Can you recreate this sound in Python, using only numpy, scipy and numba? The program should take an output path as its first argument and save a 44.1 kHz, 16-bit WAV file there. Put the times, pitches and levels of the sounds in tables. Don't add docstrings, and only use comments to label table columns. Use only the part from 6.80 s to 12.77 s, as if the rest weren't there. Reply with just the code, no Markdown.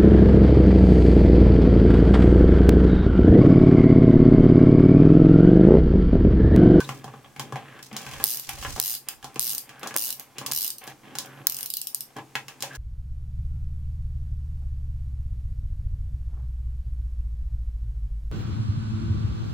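import sys
import numpy as np
from scipy import signal
from scipy.fft import rfft, irfft
from scipy.io import wavfile
from scipy.ndimage import uniform_filter1d
from numba import njit

SR = 44100
rng = np.random.default_rng(int(sys.argv[2]) if len(sys.argv) > 2 else 0)


def output_pcm(signal):
    pcm = np.clip(np.atleast_2d(signal).T, -1, 1) * 32767
    wavfile.write(sys.argv[1], SR, np.round(pcm).astype(np.int16))


N = 263277


def undb(db):
    return 10 ** (np.asarray(db) / 20)


def unit(x):
    return x / np.sqrt(np.mean(x ** 2) + 1e-20)


def strength(x, db, seconds):
    return x * undb(db) * np.sqrt(seconds * SR / np.mean(np.sum(x ** 2, axis=-1)))


def add(out, start_s, x):
    i = max(int(start_s * SR), 0)
    out[:, i:i + x.shape[1]] += x[:, :max(N - i, 0)]


def along(table, hz, column=1):
    rows = np.array(table)
    return np.interp(np.log(hz + 1), np.log(rows[:, 0]), rows[:, column])


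def band(x, low_hz, high_hz):
    edges_hz = [low_hz, min(high_hz, SR / 2 - 500)]
    return signal.sosfilt(signal.butter(3, edges_hz, "band", fs=SR, output="sos"), x)


def aligned_band(x, low_hz, high_hz):
    hz = np.fft.rfftfreq(x.shape[-1], 1 / SR) + 1
    return irfft(rfft(x) / (1 + (low_hz / hz) ** 10) / (1 + (hz / high_hz) ** 10))


def soften(x, hz):
    return signal.sosfilt(signal.butter(2, min(hz, SR / 4), fs=SR, output="sos"), x)


def flatten(x, fade_s):
    spectrum = rfft(x)
    return irfft(spectrum / (np.abs(spectrum) + 1e-9)) * np.exp(-np.arange(x.shape[-1]) / SR / fade_s)


def ring(x, tones, detune=1):
    f = np.fft.rfftfreq(x.shape[-1], 1 / SR) + 1e-6
    response = sum(undb(db) / (1 + 1j * (f - (hz * detune) ** 2 / f) / width) for hz, width, db in tones)
    return irfft(rfft(x) * response, x.shape[-1])


def stereo_noise(size, spread):
    mid, side = rng.standard_normal((2, size))
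    return np.array([mid + spread * side, mid - spread * side])


def chatter(size, hold_s, fade_s, spread):
    t = np.arange(size) / SR
    fade = np.exp(-np.maximum(t - hold_s, 0) / fade_s)
    return stereo_noise(size, spread) * fade * (1 - np.exp(-t / .0001))


def blow(size, impact_db, fade_s, spread):
    settling = strength(chatter(size, 0, fade_s, spread), 0, 1 / SR)
    return settling + undb(impact_db) * signal.unit_impulse(size)


def friction(per_s, scatter_db, spread):
    slips = rng.random(N) < per_s / SR
    return stereo_noise(N, spread) * slips * undb(scatter_db * np.minimum(rng.exponential(size=N), 4))


def swells(rows, rest_db=-120, rise_s=.004, fade_s=.009):
    power = np.full(N, undb(rest_db) ** 2)
    for start_s, length_s, level_db, swell_db in rows:
        i = max(int(start_s * SR), 0)
        t = np.arange(min(int((length_s + .2) * SR), N - i)) / SR
        gain = undb(level_db + swell_db * (np.minimum(t / length_s, 1) - .5))
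        fade = np.exp(-np.maximum(t - length_s, 0) / fade_s)
        power[i:i + len(t)] += (gain * np.minimum(t / rise_s, 1) * fade) ** 2
    return np.sqrt(power)


# start_s, length_s, pitch_hz, width_hz, level_db
KEY_SQUEAKS = [(0, 0.022, 1564, 48.4, -33), (0.038, 0.022, 3800, 121, -44), (0.837, 0.21, 1930, 1200, -56),
               (2.888, 0.25, 1710, 700, -54.5), (4.371, 0.28, 1680, 810, -54),
               (4.502, 0.15, 11500, 200, -65), (5.884, 0.13, 1656, 106, -45)]
def squeaks():
    out = np.zeros((2, N))
    for start_s, length_s, hz, width_hz, db in KEY_SQUEAKS:
        size = int(length_s * SR)
        tone = ring(stereo_noise(size, spread=.054), [(hz, width_hz, 0)])
        drag = unit(band(tone, hz / 2, hz * 1.01))
        add(out, start_s, drag * signal.windows.tukey(size) * undb(db))
    return out


# pitch_hz, width_hz, level_db
FRAME_TONES = [(260, 35, 6), (302, 37, -3), (382, 300, -3.5), (474, 84, -9), (559.5, 18, 0.5), (795, 48, 1),
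               (835, 62, 0), (1039, 48, 2.5), (1153, 93, -2.5), (1340, 78, -18), (1644, 54, 0.5),
               (1843, 36, -10), (2030, 98, -14), (2383, 400, -7.5), (2680, 200, -9), (3270, 600, -3.5)]
# pitch_hz, width_hz, level_db
TABLE_TONES = [(137.6, 14.2, 18), (210, 69, 5.5)]
def thump(push, time_s, regrip_s=2):
    table_db = np.where(time_s < regrip_s, 0, -2.5)
    return ring(push, FRAME_TONES[:3]) + undb(table_db) * ring(push, TABLE_TONES)


# start_s, length_s, rub_db, push_db, swell_db
FINGER_SLIDES = [(0, 0.22, -55, -47, -5), (0.23, 0.25, -60.5, -59, -11), (0.583, 0.18, -55, -48, -8),
                 (0.746, 0.26, -51, -53.5, -2), (1.11, 0.33, -47, -50, 1), (1.67, 0.26, -49, -52.5, 2),
                 (2.264, 0.074, -52, -54, 4), (2.432, 0.97, -58.5, -62, 1), (2.862, 0.18, -58.5, -62, -9),
                 (3.009, 0.25, -52.5, -62, -15), (3.389, 0.088, -55.5, -62.5, -20),
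                 (3.554, 0.18, -54.5, -55, -12), (4.01, 0.11, -47, -61, 0), (4.231, 0.39, -53, -49, -1.5),
                 (5.361, 0.043, -44.5, -44, -1), (5.68, 0.13, -58, -63.5, -19), (5.85, 0.2, -48, -50.5, 7)]
def rubbing():
    rubs = [(start, length, db, swell) for start, length, db, _, swell in FINGER_SLIDES]
    pushes = [(start, length, db, swell) for start, length, _, db, swell in FINGER_SLIDES]
    finger_rub = swells(rubs, rest_db=-63.5)
    finger_push = swells(pushes, rest_db=-59)
    skin = friction(per_s=3000, scatter_db=1.5, spread=.21)
    rub = unit(band(ring(skin, FRAME_TONES[3:]) + undb(4) * skin, 380, 2800))
    slips = friction(per_s=30, scatter_db=1, spread=.3)
    jolt = chatter(size=1024, hold_s=0, fade_s=.0025, spread=.3)
    jolts = signal.fftconvolve(slips, jolt, axes=1)[:, :N]
    catches = undb(-7) * unit(band(ring(jolts, FRAME_TONES[3:]), 380, 2600))
    pressure = friction(per_s=3100, scatter_db=3, spread=.25)
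    boom = unit(band(thump(pressure, np.arange(N) / SR), 112, 520))
    rub_volume = np.hypot(finger_rub, wheel_volume(db=-48))
    boom_volume = np.hypot(finger_push, wheel_volume(db=-52.5))
    return rub * rub_volume + catches * finger_rub + boom * boom_volume


# pitch_hz, width_hz, level_db
BRIGHT_TONES = [(3630, 4500, 8), (5700, 4200, 15.5), (8800, 2700, -22.5), (13300, 2500, -1.5)]
# start_s, length_s, level_db, swell_db
HISS_SWELLS = [(0, 0.19, -51, -3), (1.025, 0.12, -56.5, -31), (1.17, 1, -43, 12), (1.6, 0.58, -61.5, -5),
               (5.88, 0.078, -61.5, 39)]
def high_hiss(flicker_s=.007, flicker_db=3):
    hiss = unit(ring(friction(per_s=8800, scatter_db=-3.5, spread=1), BRIGHT_TONES))
    wobble = unit(uniform_filter1d(rng.standard_normal(N), int(flicker_s * SR)))
    flicker = unit(undb(flicker_db * wobble))
    return hiss * flicker * swells(HISS_SWELLS)


# start_s, length_s, level_db, swell_db
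HAND_SHIFTS = [(0, 0.62, -64.5, -14), (1.25, 0.17, -47.5, 11), (1.67, 0.29, -41, 6), (2.33, 0.17, -57, 3)]
def rumble():
    low_noise = unit(band(stereo_noise(N, spread=.9), 28, 90)) * undb([[-7], [0]])
    return low_noise * swells(HAND_SHIFTS, rest_db=-80)


# pitch_hz, relative_db
AIR_COLOUR = [(25, -12), (90, -12), (134, -8.5), (190, -27.5), (800, -9), (2500, -24.5), (6000, -20),
              (16000, -28)]
def air(level_db=-58.5):
    colour = undb(along(AIR_COLOUR, np.fft.rfftfreq(N, 1 / SR)))
    return unit(irfft(rfft(stereo_noise(N, spread=.57)) * colour, N)) * undb(level_db)


# start_s, low_db, mid_db, high_db, pitch_hz, dull_above_hz
FRAME_KNOCKS = [(.0042, -48, -42, -42, 1700, 2460), (0.0912, -40, -36.5, -44.5, 1100, 2160),
                (0.2428, -44.5, -44.5, -51, 880, 1460), (0.2792, -51, -48.5, -64, 1150, 1100),
                (0.3384, -48.5, -49.5, -67, 1210, 1100), (0.4456, -74, -54.5, -76, 940, 3000),
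                (.563, -54, -49.5, -57.5, 2100, 3020), (.596, -42, -39, -38.5, 1690, 2890),
                (0.7238, -40, -40, -52.5, 1180, 1580), (.758, -45.5, -37.5, -52.5, 680, 2410),
                (.769, -57, -51, -60, 1640, 3200), (0.991, -55, -53.5, -62, 1600, 3000),
                (1.1291, -48, -68, -52, 1600, 2800), (1.1659, -76.5, -43.5, -36.5, 2350, 3300),
                (1.2654, -50, -43.5, -49, 2370, 3000), (1.3132, -68.5, -50, -50, 2300, 3000),
                (1.3357, -67.5, -45.5, -48, 2270, 3000), (1.4001, -54, -44, -51, 2380, 3220),
                (1.6917, -73.5, -37.5, -39, 2270, 3180), (1.8271, -62.5, -43, -52, 1240, 2800),
                (1.8494, -51, -36, -50, 1340, 3380), (1.962, -46.5, -43, -47, 1040, 1400),
                (2.287, -80, -40.5, -47, 3030, 3260), (2.4277, -64, -52, -55, 1630, 3000),
                (2.444, -50.5, -43, -44, 1300, 2410), (2.559, -47, -45.5, -47, 2580, 3200),
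                (2.893, -55, -49, -51.5, 1630, 2620), (3.0317, -58, -38.5, -45.5, 1050, 2820),
                (3.0607, -67, -42.5, -59, 1030, 2000), (3.073, -68.5, -62, -39, 1220, 3000),
                (3.1091, -48, -44, -58.5, 1630, 2200), (3.1418, -55, -44.5, -45, 1220, 2600),
                (3.5837, -48, -44, -39.5, 2650, 3950), (3.6144, -49, -46, -56, 1080, 1980),
                (3.6631, -48, -45, -34, 2550, 2980), (3.682, -51, -48.5, -60, 554, 1810),
                (3.7148, -48, -49, -30, 2710, 3500), (4.0762, -46, -47, -45.5, 1150, 2970),
                (4.3533, -67, -45, -43, 1500, 2380), (4.386, -75, -45, -31, 1650, 3140),
                (5.3663, -48.5, -44, -52, 570, 1500), (5.3853, -46.5, -44, -60, 1030, 1290),
                (5.554, -45, -31, -40, 1970, 3830), (5.6828, -74, -50, -46, 2370, 3000),
                (5.806, -53, -58, -47, 2300, 3000), (5.8242, -47.5, -43.5, -31.5, 2310, 2980),
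                (5.8348, -55, -36.5, -66, 560, 2570)]
def knocks(scatter_db=4):
    out = np.zeros((2, N))
    for start_s, low_db, mid_db, high_db, pitch_hz, dull_above_hz in FRAME_KNOCKS:
        push = blow(size=8192, impact_db=2, fade_s=.0033, spread=.35)
        thud = band(thump(push, start_s), 90, 520)
        tones = [(hz, width, db + scatter_db * rng.standard_normal())
                 for hz, width, db in FRAME_TONES[3:]]
        frame = ring(push, tones, detune=1 + .018 * rng.standard_normal())
        struck_part = ring(push, [(pitch_hz, .17 * pitch_hz, -1)])
        clack = soften(frame + struck_part + undb(-9) * push, dull_above_hz)
        clack = band(clack, 200 + .27 * pitch_hz, 3400)
        tap = flatten(blow(size=8192, impact_db=-4, fade_s=.0032, spread=.58), fade_s=.012)
        crack = band(ring(tap, BRIGHT_TONES), 3000, 17000)
        for layer, db in (thud, low_db), (clack, mid_db), (crack, high_db):
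            add(out, start_s, strength(layer, db, seconds=.02))
    return out


# start_s, pitch_hz, level_db
HAND_BUMPS = [(0.256, 142, -44), (0.734, 134.6, -38.5), (1.123, 214, -42.5), (1.871, 116, -41.5),
              (2.438, 137.5, -56)]
def bumps(rise_s=.0087, fade_s=.017):
    out = np.zeros((2, N))
    t = np.arange(SR // 4) / SR
    for start_s, hz, db in HAND_BUMPS:
        swing = np.sin(2 * np.pi * hz * t) * (1 - np.exp(-t / rise_s)) * np.exp(-t / fade_s)
        add(out, start_s, strength(np.tile(swing, (2, 1)), db, seconds=.04))
    return out


# start_s, length_s, level_db, swell_db
GEAR_CREAKS = [(1.395, 0.055, -44.5, 4), (1.965, 0.03, -41, -3), (2.56, 0.03, -43.5, -17),
               (3.023, 0.063, -39.5, -11), (3.138, 0.022, -37, 12), (3.61, 0.077, -46, -2),
               (3.68, 0.024, -40, 11), (4.62, 0.036, -52.5, -5)]
def creaks():
    slips = friction(per_s=700, scatter_db=1.5, spread=.14)
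    grit = ring(slips, FRAME_TONES) + undb(-4.5) * slips
    return unit(soften(band(grit, 130, 3300), hz=1293)) * swells(GEAR_CREAKS)


# start_s, length_s, tooth_count, speed_up_ratio, last_gap_extra_ratio,
# braking_teeth, tick_db
KEY_TWISTS = [(1.4349, .1614, 15, 1.91, 3.26, 1.26, -18.5), (2.0014, .1487, 15, 1.74, .55, 1.15, -18.5),
              (2.5957, .1844, 18, .84, 2.49, .83, -18.7), (3.1609, .165, 16, 1.97, 2.82, 1.45, -18.7),
              (3.7181, .1846, 15, 2.35, 2.84, .96, -17.3), (4.6718, .1869, 8, 1.43, .67, .7, -21.8)]
def wheel_volume(db, normal_teeth_per_s=100):
    return swells([(start_s, length_s, db + 10 * np.log10(count / length_s / normal_teeth_per_s), 0)
                   for start_s, length_s, count, *_ in KEY_TWISTS])


# low_hz, high_hz
SNAP_RANGES = [(50, 3000), (3600, 7000), (7200, 11000), (11200, 16500)]
# start_s, thud_db, body_db, edge_db, top_db
GEAR_SNAPS = [(1.4401, -29, -16, -16, -6), (1.9996, -27, -16.5, -18, -12.5),
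              (2.595, -35, -20.5, -15, -17.5), (3.1641, -25, -26, -18.5, -14), (3.7208, -28, -25, -21, -18),
              (4.6697, -22.5, -10.5, -36, -5), (5.147, -43, -51, -14.5, -20)]
def snaps(lead_samples=128):
    out = np.zeros((2, N))
    for start_s, *levels_db in GEAR_SNAPS:
        burst = chatter(size=1024, hold_s=.0007, fade_s=.00015, spread=.7)
        crack = flatten(flatten(burst, fade_s=.002), fade_s=.002)
        crack = np.roll(crack, lead_samples, axis=1)
        thud = np.tile(crack[0], (2, 1))
        for source, range_hz, db in zip((thud, crack, crack, crack), SNAP_RANGES, levels_db):
            layer = strength(aligned_band(source, *range_hz), db, seconds=.001)
            add(out, start_s - lead_samples / SR, layer)
    return out


# start_s, level_db
LONE_TICKS = [(1.6922, -24.5), (2.170, -43), (2.2859, -18.5), (2.543, -44), (2.994, -43), (3.396, -27),
              (3.6655, -25.5), (3.9824, -31.5), (4.0385, -38.5), (4.069, -40), (4.099, -47), (4.4585, -39),
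              (4.9017, -20.5), (4.9374, -17), (4.9689, -16), (5.0147, -19), (5.0703, -18.5),
              (5.1457, -19.5), (5.2065, -21.5)]
def teeth(scatter_db=2.1, fade_db=2):
    ticks = list(LONE_TICKS)
    for start_s, length_s, count, speed_up, last_gap_extra, braking_teeth, db in KEY_TWISTS:
        tooth = np.arange(round(count))
        progress = tooth / tooth[-1]
        braking = 1 + last_gap_extra * np.exp((tooth - tooth[-1]) / braking_teeth)
        gaps = speed_up ** -progress * braking
        levels_db = db - fade_db * (progress - .5) + scatter_db * rng.standard_normal(len(tooth))
        ticks += zip(start_s + length_s * np.cumsum(gaps) / gaps.sum(), levels_db)
    return ticks


# pitch_hz, width_hz, level_db
PAWL_TONES = [(2930, 120, 4), (4040, 1800, -5.5), (5130, 800, 1.5), (6120, 900, 1.5), (7340, 950, -9),
              (9000, 1300, 3), (11480, 860, -2.5), (12250, 800, 5.5), (13800, 890, 4), (15600, 700, -16)]
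def ratchet(rise_s=.0007):
    out = np.zeros((2, N))
    rise = np.minimum(np.arange(1024) / SR / rise_s, 1)
    for start_s, db in teeth():
        push = chatter(size=1024, hold_s=.0019, fade_s=.001, spread=.55) * rise
        detune = 1 + .042 * rng.standard_normal()
        body = ring(push, PAWL_TONES[:1]) + ring(push, PAWL_TONES[1:4], detune)
        click = undb(-16) * band(push, 7000, 17500)
        edge = ring(push, PAWL_TONES[4:], detune) + click
        add(out, start_s, strength(body, db - 8, seconds=.0022) + strength(edge, db, seconds=.0015))
    return band(out, 2830, 15600) + undb(-12) * ring(out, FRAME_TONES + TABLE_TONES)


# pitch_hz, decay_s (time to fall 60 dB), relative_db, stereo_spread_ratio
ROOM_ECHO = [(151.4, 0.54, -2.5, 0.098), (520, 0.26, -0.5, 0.068), (1360, 0.16, 5.5, 0.1),
             (3340, 0.16, 5, 1), (8000, 0.21, -1, 0.88), (14600, 0.17, 1, 1)]
def room(x):
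    t = np.arange(SR // 2) / SR
    edges_hz = np.geomspace(80, 20000, 12)
    tail = 0
    for low_hz, high_hz in zip(edges_hz, edges_hz[1:]):
        decay_s, db, spread = (along(ROOM_ECHO, np.sqrt(low_hz * high_hz), k) for k in (1, 2, 3))
        noise = band(unit(stereo_noise(len(t), spread)), low_hz, high_hz)
        tail = tail + noise * undb(db - 60 * t / decay_s)
    tail = tail * np.clip(t / .002, 0, 1)
    return signal.fftconvolve(x, strength(tail, 0, 1 / SR), axes=1)[:, :N]


def from_right(x, left_lag_s=.000018):
    delay = np.exp(-2j * np.pi * np.fft.rfftfreq(N, 1 / SR) * left_lag_s)
    return np.array([irfft(rfft(x[0]) * delay, N), x[1]])


def scene():
    ticks = ratchet() * undb(2)
    snap = snaps() * undb(2)
    knock = knocks() * undb(1)
    quiet = rubbing() + high_hiss() + rumble() + squeaks() + creaks() + bumps()
    echo = room(undb(-2.5) * ticks + undb(-13.5) * snap + undb(-.5) * knock + undb(-10) * quiet)
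    return from_right(ticks + knock + quiet) + snap + echo + air()


@njit
def follow(x, rise_s, fall_s):
    trail, level = np.empty(len(x)), 0.
    for i in range(len(x)):
        level += (x[i] - level) / (SR * (rise_s if x[i] > level else fall_s))
        trail[i] = level
    return trail


def record(dry, threshold_db=-25, max_dip_db=7, top_hz=16100):
    treble_power = np.mean(band(dry, 3000, 17000) ** 2, axis=0)
    smoothed = signal.lfilter(np.ones(22) / 22, 1, treble_power)
    excess_db = np.clip(10 * np.log10(smoothed + 1e-12) - threshold_db, 0, max_dip_db)
    gain = undb(-follow(excess_db, rise_s=.0014, fall_s=.095))
    clipped = np.clip(dry * gain, -1, 1)
    return signal.sosfilt(signal.ellip(10, .2, 70, top_hz, fs=SR, output="sos"), clipped)


dry = scene()
out = record(dry)
output_pcm(out)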